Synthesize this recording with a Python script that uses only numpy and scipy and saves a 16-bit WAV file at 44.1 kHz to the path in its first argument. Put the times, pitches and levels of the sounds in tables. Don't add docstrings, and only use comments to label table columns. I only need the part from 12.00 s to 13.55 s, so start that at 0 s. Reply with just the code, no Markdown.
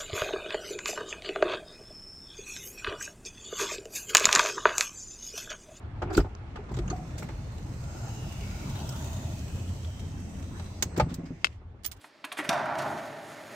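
import sys
import numpy as np
from scipy import signal
from scipy.fft import rfft, irfft, next_fast_len
from scipy.io import wavfile

SR = 44100
rng = np.random.default_rng(int(sys.argv[2]) if len(sys.argv) > 2 else 0)


def unload_wav(signal):
    wavfile.write(
        sys.argv[1],
        SR,
        np.round(np.clip(np.atleast_2d(signal).T, -1, 1) * 32767).astype(np.int16),
    )


N = 68355
T = np.arange(N) / SR


def amp(db):
    return 10 ** (np.asarray(db) / 20)


def unit_rms(x):
    return x / np.sqrt(np.mean(x ** 2) + 1e-20)


def curve_at(points, hz):
    freqs_hz, values = np.transpose(points)
    return np.interp(np.log(hz + 1), np.log(freqs_hz + 1), values)


def envelope(points):
    return amp(np.interp(T, *np.transpose(points)))


def filtered(x, response):
    size = next_fast_len(N + SR // 2)
    return irfft(rfft(x, size) * response(np.fft.rfftfreq(size, 1 / SR)), size)[..., :N]


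def coloured(x, spectrum):
    return filtered(x, lambda hz: amp(curve_at(spectrum, hz)))


def noise(spectrum, cutoff_hz=20000):
    white = rng.standard_normal((2, N))
    return unit_rms(filtered(
        white, lambda hz: amp(curve_at(spectrum, hz)) / np.sqrt(1 + (hz / cutoff_hz) ** 8)))


def wobble(rate_hz):
    return np.interp(T * rate_hz, np.arange(1000), rng.standard_normal(1000))


def burst(start_s, length_s, attack_s=0.00042):
    age_s = np.maximum(T - start_s, 0)
    return (1 - np.exp(-age_s / attack_s)) * np.exp(-(age_s / length_s) ** 2)


def rattling_mode(pitch_hz, age_s, rattle_rad=0.71, rattle_hz=159.9):
    return np.sin(2 * np.pi * (pitch_hz * age_s + rng.random()) + rattle_rad * wobble(rattle_hz))


# freq_hz, t60_s
HALL_DECAY = [(100, 0.53), (600, 1.46), (2000, 0.88), (5000, 0.57), (10000, 0.29), (16000, .25)]

def hall(dry, tail_db, near_db=-12, near_t60_s=0.076, direct_side_db=-5.5):
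    hz, frame_s, spectra = signal.stft(rng.standard_normal((2, SR)), SR, nperseg=256)
    decay = amp(-60 * frame_s / curve_at(HALL_DECAY, hz)[:, None])
    tail = signal.istft(spectra * decay, SR, nperseg=256)[1][:, :SR]
    delay_s = T[:SR]
    longest_t60_s = HALL_DECAY[1][1]
    tail *= (1 - np.exp(-delay_s / 0.0022)) / np.linalg.norm(amp(-60 * delay_s / longest_t60_s))
    near = rng.standard_normal((2, SR)) * amp(-60 * delay_s / near_t60_s) * (delay_s > 0.003)
    response = amp(tail_db) * tail + amp(near_db) * near / np.linalg.norm(near[0])
    direct = dry * amp([[0], [direct_side_db]])
    return direct + signal.fftconvolve(dry[:1], response, axes=1)[:, :N]


# freq_hz, gain_db
ROOM_TONE_SPECTRUM = [(30, -14), (70, -16), (235, -9.5), (298, 6), (360, -8), (497, -5), (700, -8.5),
                      (2000, -9.5), (2900, -12), (5000, -13), (5800, -19.5), (15000, -43)]

def room_tone(level_db=-62):
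    return amp(level_db) * noise(ROOM_TONE_SPECTRUM)


# freq_hz, gain_db
BEARING_SPECTRUM = [(500, -5), (4000, -0.5), (6000, -4.5), (6700, 3), (7400, -6), (10500, -5),
                    (13000, -9.5), (16000, -18)]
# time_s, level_db
BEARING_ENVELOPE = [(0, -78), (.3, -91), (.45, -62), (.72, -66.5), (.82, -55), (1.1, -60), (1.3, -60.5),
                    (1.55, -57)]

def bearing_fizz(flicker_db=2.1, flicker_hz=60.4):
    return envelope(BEARING_ENVELOPE) * noise(BEARING_SPECTRUM) * amp(flicker_db * wobble(flicker_hz))


# freq_hz, gain_db
RUMBLE_SPECTRUM = [(25, -41), (45, -49), (70, -11.5), (115, 1), (150, 1.5), (185, 0), (235, -2.5),
                   (300, 1.5), (400, -6), (490, -16.5), (800, 3), (3000, -70)]
# time_s, level_db
RUMBLE_ENVELOPE = [(0, -74.5), (.37, -69.5), (.485, -51.5), (.52, -44), (.72, -44), (.9, -38.5),
                   (1.05, -49), (1.25, -50.5), (1.55, -55)]

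def wheel_rumble(waver_db=0.51, waver_hz=26):
    return envelope(RUMBLE_ENVELOPE) * noise(RUMBLE_SPECTRUM) * amp(waver_db * wobble(waver_hz))


def wheel_bumps(judder_db, judder_hz=70.2, bumps_per_s=2500, spread_db=2.5):
    hits = rng.random((2, N)) < bumps_per_s / SR
    size_db = spread_db * np.minimum(rng.exponential(size=(2, N)), 4)
    return hits * amp(size_db + judder_db * wobble(judder_hz)) * rng.choice([-1, 1], (2, N))


# freq_hz, gain_db
CONCRETE_SPECTRUM = [(30, -60), (200, -7.5), (300, -5.5), (430, -2), (490, -10.5), (590, 6), (680, 0.5),
                     (790, -11), (1150, -7), (1900, -4.5), (2700, -14), (5000, -22.5), (8000, -30.5),
                     (16000, -47)]
# time_s, level_db
CONCRETE_ENVELOPE = [(0, -66.5), (.22, -63), (.35, -50.5), (.5, -41), (.75, -52), (.85, -44.5),
                     (1.05, -45.5), (1.25, -48.5), (1.35, -46.5), (1.45, -49), (1.55, -45)]

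def concrete_roll():
    roar = coloured(wheel_bumps(judder_db=0.3), CONCRETE_SPECTRUM)
    return envelope(CONCRETE_ENVELOPE) * unit_rms(roar)


# freq_hz, gain_db
RAMP_SPECTRUM = [(30, -52), (200, -28), (490, -30), (590, 1), (690, 3.5), (790, -4), (930, -1),
                 (1150, -6.5), (1450, -5.5), (1700, -11.5), (2250, -16), (2900, -28), (5000, -34),
                 (9000, -55), (16000, -69)]
# time_s, level_db
RAMP_ENVELOPE = [(.488, -80), (.5, -29.5), (.6, -34.5), (.69, -34), (.76, -34), (.86, -34), (.96, -42),
                 (1.04, -44.5), (1.13, -56), (1.3, -66)]

def ramp_roll():
    drumming = coloured(wheel_bumps(judder_db=1.7), RAMP_SPECTRUM)
    return envelope(RAMP_ENVELOPE) * unit_rms(drumming)


# freq_hz, gain_db
GRIT_SPECTRUM = [(300, -58), (3000, 2.5), (5500, -6), (8300, -1.5), (11500, -5), (13500, -16), (16000, -24)]
# centre_s, half_length_s, level_db
SCUFF_EVENTS = [(.016, 0.0063, -61.5), (0.05, 0.029, -61), (0.251, 0.0056, -43.5), (.327, 0.0057, -41.5),
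                (0.385, 0.0095, -43), (0.398, 0.02, -49), (0.45, 0.01, -50), (0.536, .009, -51.5),
                (0.659, 0.0043, -57), (0.789, 0.0064, -48), (1.3, 0.052, -58)]

def scuffs():
    swells = sum(amp(level_db) * np.exp(-((T - centre_s) / half_length_s) ** 2)
                 for centre_s, half_length_s, level_db in SCUFF_EVENTS)
    return swells * noise(GRIT_SPECTRUM)


# pitch_hz, t60_s, edge_db, truck_db, flat_db
DECK_MODES = [(302.3, 0.13, -5, -13, 2.5), (720, 0.12, -12, 2, -12.5), (933, 0.064, 2, -33, -1.5),
              (1010, 0.12, 2, -20, -31), (1137, 0.12, -9, 4, -7), (1405, 0.074, -29, -11, -1),
              (1678, 0.088, 1, -26, -30), (1925, 0.14, -6.5, -12, -0.5), (2420, 0.045, 3, 10, -27),
              (2480, 0.12, -6, -13, -9), (3254, 0.053, -18, 5, -2), (3590, 0.04, 1, 5, -12),
              (4220, .045, 0, -6, -32)]
DECK_SPOTS = ["edge", "truck", "flat"]

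def deck_ring(start_s, spot):
    age_s = np.maximum(T - start_s, 0)
    column = DECK_SPOTS.index(spot)
    modes = sum(amp(spot_db[column] - 60 * age_s / t60_s) * rattling_mode(pitch_hz, age_s)
                for pitch_hz, t60_s, *spot_db in DECK_MODES)
    return modes * (1 - np.exp(-age_s / 0.0013))


# freq_hz, gain_db
CLACK_SPECTRUM = [(40, -42), (130, -25), (260, -3.5), (480, -21.5), (720, 1), (1050, -1), (2300, 1),
                  (4000, -2), (16000, -43)]
# start_s, clack_db, cutoff_hz, length_s, ring_db, spot
BOARD_KNOCKS = [(0.042, -43, 1740, .009, -54, "edge"), (0.2418, -34.5, 3850, 0.012, -41.5, "edge"),
                (0.317, -37.5, 4460, 0.013, -43.5, "truck"), (0.3702, -39.5, 2500, 0.031, -49, "truck"),
                (0.3877, -31, 2580, 0.019, -31.5, "flat"), (0.448, -33.5, 2370, 0.0085, -53, "flat")]

def board_knock(start_s, clack_db, cutoff_hz, length_s, ring_db, spot):
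    clack = amp(clack_db) * burst(start_s, length_s) * noise(CLACK_SPECTRUM, cutoff_hz)
    ring = amp(ring_db) * deck_ring(start_s, spot)
    return clack + np.outer([1, 0.5], ring)


# pitch_hz, level_db
PANEL_MODES = [(608, -5.5), (692, 3), (942, -11)]

def panel_ring(start_s, gain_db=-2.5, t60_s=0.18):
    age_s = np.maximum(T - start_s, 0)
    modes = sum(amp(level_db) * rattling_mode(pitch_hz, age_s) for pitch_hz, level_db in PANEL_MODES)
    return modes * (1 - np.exp(-age_s / 0.003)) * amp(gain_db - 60 * age_s / t60_s)


# freq_hz, gain_db
CRACK_SPECTRUM = [(30, -27), (70, -24), (150, 2), (260, 6), (450, -19), (700, -28), (1400, 0.5), (2600, 0),
                  (5500, -5.5), (9000, -13), (12500, -19), (16000, -30)]
# start_s, crack_db, crack_length_s, boom_db
WHEEL_BLOWS = [(0.4907, -19.5, 0.0071, -29), (0.526, -40, 0.013, -30.5), (0.548, -59, .006, -33),
               (0.577, -42, 0.0032, -40), (0.592, -48, .005, -34.5), (.656, -48, 0.0086, -34.5),
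               (0.727, -61, 0.0034, -46.5), (0.753, -46, 0.0068, -42), (0.784, -40.5, 0.026, -37),
               (0.819, -44.5, 0.016, -44), (0.878, -52, 0.015, -41), (0.975, -48.5, 0.022, -51)]

def wheel_blows(boom_lag_s=0.00295, boom_length_s=0.015):
    crack_gain, boom_gain, ring = np.zeros((3, N))
    for start_s, crack_db, crack_length_s, boom_db in WHEEL_BLOWS:
        crack_gain += amp(crack_db) * burst(start_s, crack_length_s)
        boom_gain += amp(boom_db) * burst(start_s + boom_lag_s, boom_length_s)
        ring += amp(boom_db) * panel_ring(start_s + boom_lag_s)
    crack = crack_gain * noise(CRACK_SPECTRUM)
    boom = boom_gain * noise(RAMP_SPECTRUM)
    return crack + boom + np.outer([1, 0], ring)


# freq_hz, side_gain_db
STEREO_WIDTH = [(60, -33), (250, -14), (600, -12.5), (1100, -7), (2500, -10), (4800, -9), (6200, -13),
                (9000, -26), (12500, -8)]
# freq_hz, left_over_right_db
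STEREO_BALANCE = [(100, 1.9), (280, 0.8), (600, -0.7), (2200, -2), (4500, -2), (9000, 0.5)]

def scene():
    rolling = bearing_fizz() + wheel_rumble() + concrete_roll() + ramp_roll()
    mid, side = (room_tone()
                 + hall(rolling, tail_db=-5)
                 + hall(scuffs(), tail_db=-6.5)
                 + sum(hall(board_knock(*knock), tail_db=-8.5) for knock in BOARD_KNOCKS)
                 + hall(wheel_blows(), tail_db=-5))
    side = coloured(side, STEREO_WIDTH)
    left_right = np.array([mid + side, mid - side])
    return filtered(left_right, lambda hz: amp(np.outer([0.5, -0.5], curve_at(STEREO_BALANCE, hz))))


def record(dry, soft_limit=0.185, low_cut_hz=55, top_hz=15900):
    rounded = dry / (1 + np.abs(dry / soft_limit) ** 6) ** (1 / 6)
    thinned = signal.sosfilt(signal.butter(2, low_cut_hz, "high", fs=SR, output="sos"), rounded)
    return filtered(thinned, lambda hz: hz < top_hz)


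dry = scene()
out = record(dry)
unload_wav(out)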